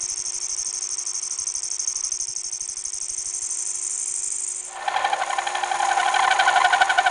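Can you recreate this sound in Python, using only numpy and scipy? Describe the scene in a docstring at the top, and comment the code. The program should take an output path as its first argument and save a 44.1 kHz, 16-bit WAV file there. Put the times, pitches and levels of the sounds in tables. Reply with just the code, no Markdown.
"""A rim squeals at the same spots on every turn, over the whine of a small lathe, close by in a workshop.
A parting tool is fed into the spinning ring: at first it only rubs, exciting the ring's modes.
Near 4.8 s the edge digs in: the squeal gives way to tearing chip, hiss, a groan and blade hum.
Ridges on the groove floor make the tool grab and chatter each turn, chips snap, and the motor sags
and hunts under the load. Modes are shaped noise or sines; all turn-locked sounds share one spindle."""
import sys
import numpy as np
from scipy import signal
from scipy.fft import rfft, irfft, next_fast_len
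from scipy.io import wavfile
from scipy.ndimage import uniform_filter1d, map_coordinates

SR = 44100
rng = np.random.default_rng(int(sys.argv[2]) if len(sys.argv) > 2 else 0)


def materialize(psi):
    """Save the field psi as 16-bit PCM at rate SR to the path in sys.argv[1].

    A 1-D psi becomes a single channel; in a 2-D psi each row is a channel.
    """
    bounded = np.clip(np.atleast_2d(psi).T, -1, 1)
    quanta = np.round(bounded * 32767).astype(np.int16)
    wavfile.write(sys.argv[1], SR, quanta)


N = 313110

# spindle speed: (time [s], speed [turns/s])
SPINDLE_SPEED = [(0, 12.316), (4.7, 12.298), (4.95, 12.05), (5.22, 11.55), (5.55, 12.3), (5.87, 11.9),
                 (6.25, 12.32), (6.55, 12.03), (6.8, 12.17), (7.1, 12.2)]
# cutting sound: (time [s], tearing chip and blade hum level [rel dB], chip hiss level [rel dB])
CUT_LEVELS = [(4.62, -54, -44), (4.78, -34, -47.5), (5.0, -25, -48), (5.25, -29, -43), (5.7, -27.5, -41),
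              (5.9, -26, -39.5), (6.6, -23.5, -41.5), (7.1, -27.5, -43)]


def amp(db):
    """Amplitude ratio of a level in dB."""
    return 10 ** (np.asarray(db) / 20)


def unit(x):
    """x at rms 1."""
    return x / np.sqrt(np.mean(np.abs(x) ** 2) + 1e-20)


def along(points, hz):
    """(Hz, value) points on a log axis."""
    f, v = np.transpose(points)
    return np.interp(np.log(hz + 1), np.log(f + 1), v)


def curves(rows):
    """One value per sample for each column after the time."""
    s, *cols = np.transpose(rows)
    return [np.interp(np.arange(N) / SR, s, c) for c in cols]


def wobble(rate):
    """A smooth random curve, rate knots a second."""
    knots = rng.standard_normal(int(N * rate / SR) + 4)
    coarse = np.arange(0, N + 8, 8)
    return np.interp(np.arange(N), coarse, map_coordinates(knots, [coarse * rate / SR]))


def filtered(x, response):
    """x times a complex response of frequency."""
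    m = next_fast_len(N + SR // 4, True)
    return irfft(rfft(x, m) * response(np.fft.rfftfreq(m, 1 / SR)), m)[:N]


def coloured(x, spectrum):
    """x with a (Hz, dB) spectrum laid on it, at rms 1."""
    return unit(filtered(x, lambda hz: amp(along(spectrum, hz))))


def noise():
    """White noise at rms 1."""
    return rng.standard_normal(N)


def passing(turns, place, length, edge=2):
    """A bell of gain each time a place on the rim comes round; a higher edge makes it flat-topped."""
    away = (turns - place + .5) % 1 - .5
    return np.exp(-np.log(2) / 2 * np.abs(2 * away / length) ** edge)


def capped(x, top):
    """A vibration whose swing levels off smoothly near top."""
    swing = np.abs(signal.hilbert(x, next_fast_len(N))[:N])
    return x / np.sqrt(np.sqrt(1 + (swing / top) ** 4))


def stick_slip(hz, width_hz, knee=0.97):
    """A mode's swing at rms 1: stick and slip keep restarting it, and friction caps its size."""
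    drift = wobble(width_hz) + 1j * wobble(width_hz)
    carrier = np.exp(2j * np.pi * hz * np.arange(N) / SR)
    return unit((drift * carrier).real / np.sqrt(knee + np.abs(drift) ** 2))


def toolpost(hz):
    """The summed resonances of blade, holder and slide, alternating in sign."""
    # (centre [Hz], width [Hz], level [dB])
    resonances = [(754, 66, 3.5), (1030, 64, 1), (1437, 116, 0.5), (1723, 77, -2.5), (1790, 66, 2.5),
                  (2142, 17, -13.5), (2267, 82, -9.5), (2750, 31, -24), (2894, 70, -17.5), (3326, 200, -10),
                  (3633, 95, -15), (4010, 108, -14), (4250, 280, -22), (4600, 60, -35)]
    return sum((-1) ** k * amp(db) * 1j * hz * w / (c * c - hz * hz + 1j * hz * w)
               for k, (c, w, db) in enumerate(resonances))


def lathe(turns, octave_db=-9, bearing_db=1.5, whirr_db=-4, frame_db=-7):
    """The drive whines in step with the spindle, over the rush of its bearings."""
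    # (time [s], whine level [dB])
    whine_levels = [(0, -56.5), (2.4, -62), (4.6, -58), (5.0, -53.5), (5.3, -55), (5.5, -48), (6.1, -47),
                    (7.1, -50.5)]
    # running machine: (time [s], bearing noise level [rel dB], mid-range whirr level [rel dB])
    machine_levels = [(0, -49.5, -59), (1.42, -51.5, -47.5), (1.58, -52, -58), (2.05, -51.5, -49),
                      (2.3, -55, -71), (3.6, -51, -57), (4.5, -51.5, -64)]
    # running machine spectrum: (frequency [Hz], level [rel dB])
    gear_spectrum = [(25, -2), (150, -9.5), (280, -8.5), (500, -3.5), (650, -5.5), (740, -4.5), (860, 0),
                     (1000, 1.5), (1600, -6.5), (2300, 4), (2800, -2), (3300, -1.5), (4000, -7.5),
                     (5000, -4), (8000, -46)]
    cycles_per_turn = 29.5
    phase = 2 * np.pi * cycles_per_turn * turns
    tone = np.sin(phase) + amp(octave_db + 1.1 * wobble(7.4)) * np.sin(2 * phase)
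    whine = amp(curves(whine_levels)[0] + 0.98 * wobble(16)) * np.sqrt(2) * tone

    rush_db, mid_db = curves(machine_levels)
    rush = amp(bearing_db) * coloured(noise(), gear_spectrum)
    rush += amp(frame_db) * unit(filtered(noise(), toolpost))
    whirr = coloured(noise(), [(600, -60.0), (1020, -2), (1250, -4.0), (1900, -31.5)])
    return whine + amp(rush_db) * rush + amp(mid_db + whirr_db) * whirr


def friction(turns, pressure, spread=.25, scatter_db=1.35, drag_db=-6, edge=3.1):
    """Drive of low and high modes: spots pass once a turn; pressure widens them and drags between them."""
    # rough spots: (place [turns], length [turns], low-mode drive [rel dB], high-mode drive [rel dB])
    rough_spots = [(0.107, 0.047, -1, .5), (.16, 0.051, -1, .5), (.22, 0.039, -1.5, 3.5),
                   (0.328, .06, -2, -13.5), (0.389, 0.049, -2, 0), (0.446, 0.034, -32.5, 2.5),
                   (0.492, 0.031, 1, 0.5), (0.548, 0.088, -6, -5), (.615, 0.06, -5, 1.5),
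                   (.675, 0.048, -10, 0.5), (.74, 0.065, -3.5, 1), (.98, 0.037, -15, 3.5)]
    power = np.tile((amp(drag_db) * pressure) ** 2, (2, 1))
    for place, length, low_db, high_db in rough_spots:
        on = np.flatnonzero(np.abs((turns - place + .5) % 1 - .5) < 2 * length)
        turn_number = (turns[on] - place + 1.5).astype(int)
        scatter = scatter_db * rng.standard_normal(100)[turn_number]
        rub = amp(scatter) * passing(turns[on], place, length * (1 + spread * pressure[on]), edge)
        power[:, on] += (amp([[low_db], [high_db]]) * rub) ** 2
    return np.sqrt(power)


def squeal(turns, flutter_db=2.3, headroom_db=11.0, scrape_db=-12, firm_scrape_db=-7,
           low_db=1, high_db=1, spray_db=-8):
    """Rough spots set the ring's modes squealing as they slide under the edge; pressure rebalances them."""
    # (time [s], tool pressure [0 light - 1 firm], extra low-mode bite on the rim's high side [dB])
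    feed = [(0, 0.088, -4.5), (1.5, 0.047, 2), (1.86, 0.0084, 6), (2.1, 0, 3.5), (3.0, 0.042, 3.5),
            (3.45, 0.53, -1), (4.8, 0.65, 4)]
    # (time [s], low-mode level [rel dB], high-mode level [rel dB])
    squeal_levels = [(0, -29, -35.5), (1.55, -29.5, -35.5), (1.85, -26.5, -36.5), (2.3, -30, -37.5),
                     (2.7, -32.5, -37), (3.0, -31.5, -34.5), (3.5, -32, -30), (4.2, -37, -27),
                     (4.53, -43, -28.5), (4.8, -56, -42)]
    # (frequency [Hz], width [Hz], light-pressure level [rel dB], firm-pressure level [rel dB],
    # steepness of growth with friction [exponent])
    ring_modes = [(5576, 400, -10.5, -19, 0.49), (6272, 670, -1, 4, 1.23), (7220, 1100, -12, -3.5, 1.4),
                  (8330, 520, -8.5, -6.5, 2.4), (8950, 700, -16, -12.5, 2.7)]
    # broad scraping of the edge on the ring: (frequency [Hz], level [rel dB])
    scrape_spectrum = [(3000, -44), (4300, -12), (4830, -12), (5030, 0.5), (5550, -2), (6300, -5),
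                       (7300, -7.5), (7800, -3.5), (8400, -22), (9300, -10.5), (10000, -17)]
    split_hz = 7000  # between low and high modes
    mode_swap_db, mode_swap_per_s = 2, 170  # the modes take turns at leading
    nick_place_turns, nick_length_turns = 0.262, 0.027
    nick_hz, nick_width_hz, nick_rel_db, nick_firm_extra_db = 9250, 890, 2.5, 0.5

    pressure, bite_db = curves(feed)
    pressure = np.clip(pressure, 0, 1)
    bite = amp(bite_db * passing(turns, place=.135, length=.12, edge=6))
    drive = friction(turns, pressure)
    drive[0] *= bite
    modes, power = np.zeros((2, N)), np.zeros((2, N))
    for hz, width_hz, light_db, firm_db, steepness in ring_modes:
        high = int(hz > split_hz)
        mix = np.sqrt((1 - pressure) * amp(2 * light_db) + pressure * amp(2 * firm_db))
        rub = drive[high] ** steepness * mix
        swap = amp(mode_swap_db * wobble(mode_swap_per_s))
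        modes[high] += rub * unit(stick_slip(hz, width_hz) * swap)
        power[high] += rub ** 2

    # one nick in the rim chirps above the other spots
    chirp = amp(nick_rel_db + nick_firm_extra_db * pressure)
    chirp = chirp * passing(turns, nick_place_turns, nick_length_turns)
    modes[1] += chirp * stick_slip(nick_hz, nick_width_hz)
    power[1] += chirp ** 2

    # levels hold for the average over a turn
    levels = amp(np.array(curves(squeal_levels)) + [[low_db], [high_db]])
    turn_samples = round(SR / SPINDLE_SPEED[0][1])
    gain = levels / np.sqrt(np.abs(uniform_filter1d(power, turn_samples, axis=1)) + 1e-6)
    scrape = amp(scrape_db + firm_scrape_db * pressure) * np.sqrt(np.sum(power * gain ** 2, axis=0))
    scrape = scrape * coloured(noise(), scrape_spectrum)
    # pressed firmly, the edge never leaves the rim and the gaps fill in
    spray = coloured(noise(), [(4500, -47), (6200, 18.5), (8200, -2), (10000, -3.5)])
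    spray = amp(spray_db) * pressure * levels.sum(axis=0) * spray
    rubbing = np.interp(np.arange(N) / SR, [4.7, 4.87], [1, 0])
    ring = unit(amp(flutter_db * wobble(900))) * (np.sum(modes * gain, axis=0) + scrape + spray)
    ceiling = np.sqrt(bite) * np.hypot(*levels) * amp(headroom_db - 2 * pressure)
    # the ring hardly radiates below its lowest mode
    return filtered(rubbing * capped(ring, ceiling), lambda hz: 1 - 1 / (1 + (hz / 4250) ** 16))


def draught(turns, puff_db=3.5, eddy_db=-3, push_turns=0.067):
    """Once a turn a puff of air flung off the chuck pushes and pulls at the microphone, with eddies."""
    # (time [s], place in the turn where it arrives [turns], level [rel dB])
    puffs = [(.3, 0.47, -52.5), (1.2, .52, -63), (1.55, 0.28, -54), (3.1, 0.32, -54.5), (3.6, 0.26, -62),
             (4.25, 0.71, -55.5), (4.7, 0.46, -80), (6.6, 0.39, -60), (7.1, .42, -66)]
    place, db = curves(puffs)
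    u = ((turns - place + 0.014 * wobble(10) + .5) % 1 - .5) / push_turns
    push = 2 * u * np.exp(-np.abs(u))
    rush = coloured(noise(), [(10, 0.5), (35, -6.5), (100, -2.5), (220, -13.5), (500, -27.5), (1500, -69)])
    eddies = passing(turns, place, length=0.14) * rush
    return amp(db + puff_db + 2.2 * wobble(4.8)) * (push + amp(eddy_db) * eddies)


def groan(swell_db=3.0):
    """The slide shudders at a lower pitch than the blade as it takes up the load."""
    # (time [s], level [dB])
    groan_levels = [(4.62, -60.5), (4.9, -42.5), (5.1, -37.5), (5.4, -46), (7.1, -57)]
    start = np.interp(np.arange(N) / SR, [4.5, 4.62], [0, 1])
    shudder = stick_slip(hz=602, width_hz=200) * amp(swell_db * wobble(80))
    return start * amp(curves(groan_levels)[0]) * unit(shudder)


def cutting(ring_db=-5.0, tear_db=-5, hiss_db=3.5, grain_db=3, soft_hz=2000):
    """The chip tears off in uneven lumps that shake the toolpost, and hisses over the blade."""
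    # (frequency [Hz], level [rel dB])
    tear_spectrum = [(30, -45), (130, -25.5), (240, -35.5), (420, -17), (560, -13), (800, -1), (1060, -3),
                     (1300, -16), (2200, -11.5), (3100, -17), (4300, -19.5), (6000, -47), (9000, -56)]
    # (frequency [Hz], level [rel dB])
    hiss_spectrum = [(3000, -18), (5200, 2.5), (6000, 6), (6800, 15), (7500, 3), (9200, 4), (9750, 10.5),
                     (10200, -4.5)]
    chip_db, slide_db = curves(CUT_LEVELS)
    t = np.arange(N) / SR
    lumps_db = 1.7 * wobble(170) + 1.5 * wobble(60)
    lumps = unit(amp(lumps_db + grain_db * wobble(1500)))
    force = amp(chip_db) * lumps * np.interp(t, [4.6, 4.7], [0, 1])
    shaken = unit(filtered(force * noise(), lambda hz: toolpost(hz) / (1 + 1j * hz / soft_hz)))
    body = amp(ring_db) * shaken + amp(tear_db) * coloured(force * noise(), tear_spectrum)
    hiss = amp(slide_db + hiss_db + 2.65 * wobble(200)) * coloured(noise(), hiss_spectrum)
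    hiss = hiss * np.interp(t, [4.7, 4.87], [0, 1])
    return np.sqrt(np.mean(force ** 2)) * body + hiss


def singing(blade_hz, width_hz=90, swell_db=4.0):
    """The chip keeps the blade humming on one of its modes, more so once it packs the groove."""
    t = np.arange(N) / SR
    drift = wobble(width_hz) + 1j * wobble(width_hz)
    swing = drift / np.sqrt(1 + np.abs(drift) ** 2) * np.exp(2j * np.pi * blade_hz * t)
    share = np.interp(t, [4.68, 4.7, 4.9, 5.6, 6.2], [0, .9, .4, .4, .7])
    return share * amp(curves(CUT_LEVELS)[0]) * unit(swing.real * amp(swell_db * wobble(90)))


def grabs(turns, ridge):
    """A grab per ridge pass: (middle s, length s, Hz, swing dB, octave rel dB, rattle rel dB)."""
    shallow_s, bite_adds_s = 0.0112, 0.0067
    chatter_hz, bite_sag_hz, scatter_hz = 798.2, 60.5, 9.97  # the swing is slower in a deep bite
    octave_db, bite_octave_db, scatter_db = -19, 18, .8  # a deep bite distorts the swing
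    place, db, bite, rattle_db = curves(ridge)
    at = np.flatnonzero(np.diff(np.floor(turns - place)) > 0)
    at = at[at / SR > ridge[0][0]]
    depth = np.clip(bite[at], 0, 1)
    chance = rng.standard_normal((len(at), 2))
    swing_hz = chatter_hz - bite_sag_hz * depth + scatter_hz * chance[:, 0]
    swing_db = db[at] + scatter_db * chance[:, 1]
    return list(zip(at / SR, shallow_s + bite_adds_s * depth, swing_hz, swing_db,
                    octave_db + bite_octave_db * depth, rattle_db[at]))


def snaps():
    """A breaking chip is a brief grab on the blade's second mode; same columns as the grabs."""
    # (time [s], level [rel dB])
    chip_breaks = [(4.9454, -19), (5.237, -18), (5.3338, -17), (5.422, -22.5), (5.8529, -18), (6.0332, -14),
                   (6.105, -22.5), (6.1955, -12.5), (6.2801, -11), (6.364, -19), (6.467, -16),
                   (6.6064, -13), (6.6189, -10.5), (6.7087, -13.5)]
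    length_s, hz, offset_db, octave_db, rattle_db = 0.0079, 1011, -4, -9, -9
    return [(s, length_s, hz, db + offset_db, octave_db, rattle_db) for s, db in chip_breaks]


def chatter(turns, droop=.06, jitter=0.0241, grit=1.4, edge=4, rattle_hz=1400, sharpness=32):
    """In each grab the blade swings, slowing as it bends, and strikes the work once a swing."""
    # ridges on the groove floor catch the edge once a turn and creep round the rim:
    # (time [s], place [turns], swing level [dB], depth of bite [0-1], rattle level [dB rel swing])
    first_ridge = [(4.845, .085, -18, 0.07, -6), (5.099, .07, -16.5, 0, -4.5),
                   (5.219, 0.086, -20.5, 0.43, -6), (5.55, 0.051, -22, 0.03, -0.5),
                   (5.72, 0.065, -18.5, 0, -6.5), (5.978, .16, -21, .2, -11), (6.15, .19, -20, 0.1, -1),
                   (6.4, 0.29, -17, 0.79, -1.5), (7.1, 0.44, -18.5, 0.91, 1)]
    # same columns
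    second_ridge = [(5.71, 0.41, -22, 0.34, -16), (5.999, .45, -20, .7, -3), (6.349, .42, -20, 0.72, 0.5),
                    (6.62, .49, -16.5, .6, -7.5), (7.1, 0.54, -22, 0.76, -5.5)]
    t = np.arange(N) / SR
    waver = 1 + jitter * wobble(400)
    swing, drive, blows = np.zeros(N), np.zeros(N), np.zeros(N)
    events = snaps() + grabs(turns, first_ridge) + grabs(turns, second_ridge)
    for s, length_s, hz, db, octave_db, rattle_db in events:
        span = slice(int((s - .04) * SR), int((s + .04) * SR))
        u = (t[span] - s) / max(length_s, 1e-3)
        # seizes abruptly, lets go more slowly
        size = amp(db) * np.exp(-np.abs(1.92 * u) ** np.where(u < 0, 7, 3))
        cycles = np.cumsum(hz * waver[span] * (1 - droop * np.clip(u, -1, 1))) / SR
        phase = 2 * np.pi * (cycles + rng.random())
        octave = amp(octave_db) * np.sin(2 * phase + rng.normal(-1.47, 1.0))
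        swing[span] += np.sqrt(2) * size * (np.sin(phase) + octave)
        # blows are hardest just before the middle of the grab
        force = amp(db + rattle_db) * np.exp(-np.abs(2.77 * (u + 0.038)) ** edge)
        drive[span] += force ** 2
        blows[span] += force * np.exp(sharpness * (np.cos(phase) - 1))
    blows = blows * (1 + grit * noise())
    clatter = filtered(blows, lambda hz: toolpost(hz) * (1j * hz / (rattle_hz + 1j * hz)) ** 4)
    swing = swing * amp(.7 * wobble(300))
    return swing + unit(clatter) * np.sqrt(drive.mean())


def workshop(x):
    """The short answer of the lathe bed and nearby walls: decaying noise."""
    # (frequency [Hz], 60 dB decay time [s])
    decay_times = [(200, 0.31), (1000, 0.024), (3000, 0.062), (10000, 0.1)]
    hz, t, z = signal.stft(rng.standard_normal(SR // 3), SR, nperseg=256)
    decay = amp(-60 * t / along(decay_times, hz)[:, None])
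    tail = signal.istft(z * decay, SR, nperseg=256)[1]
    return signal.fftconvolve(x, np.pad(tail, (SR // 400, 0)) / np.linalg.norm(tail))[:N]


def scene(squeal_room_db=-24, cut_room_db=-13):
    """The lathe, squeal, draught and chatter follow the spindle; the room answers the tool."""
    turns = np.cumsum(curves(SPINDLE_SPEED)[0]) / SR
    rub = squeal(turns)
    hum = amp(1.0) * singing(blade_hz=784, width_hz=60) + amp(-7.5) * singing(blade_hz=1007, swell_db=3.5)
    cut = chatter(turns) + cutting() + groan() + hum
    room = workshop(amp(squeal_room_db) * rub + amp(cut_room_db) * cut)
    return (rub + cut + room + lathe(turns) + draught(turns))[None]


def record(dry, top=.6, band_limit_hz=10080):
    """The highest peaks round off below top, and a steep low-pass ends the band."""
    held = dry[0] / (1 + np.abs(dry[0] / top) ** 6) ** (1 / 6)
    return filtered(held, lambda hz: amp(-np.clip((hz - band_limit_hz) / 5, 0, 120)))[None]


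dry = scene()
out = record(dry)
materialize(out)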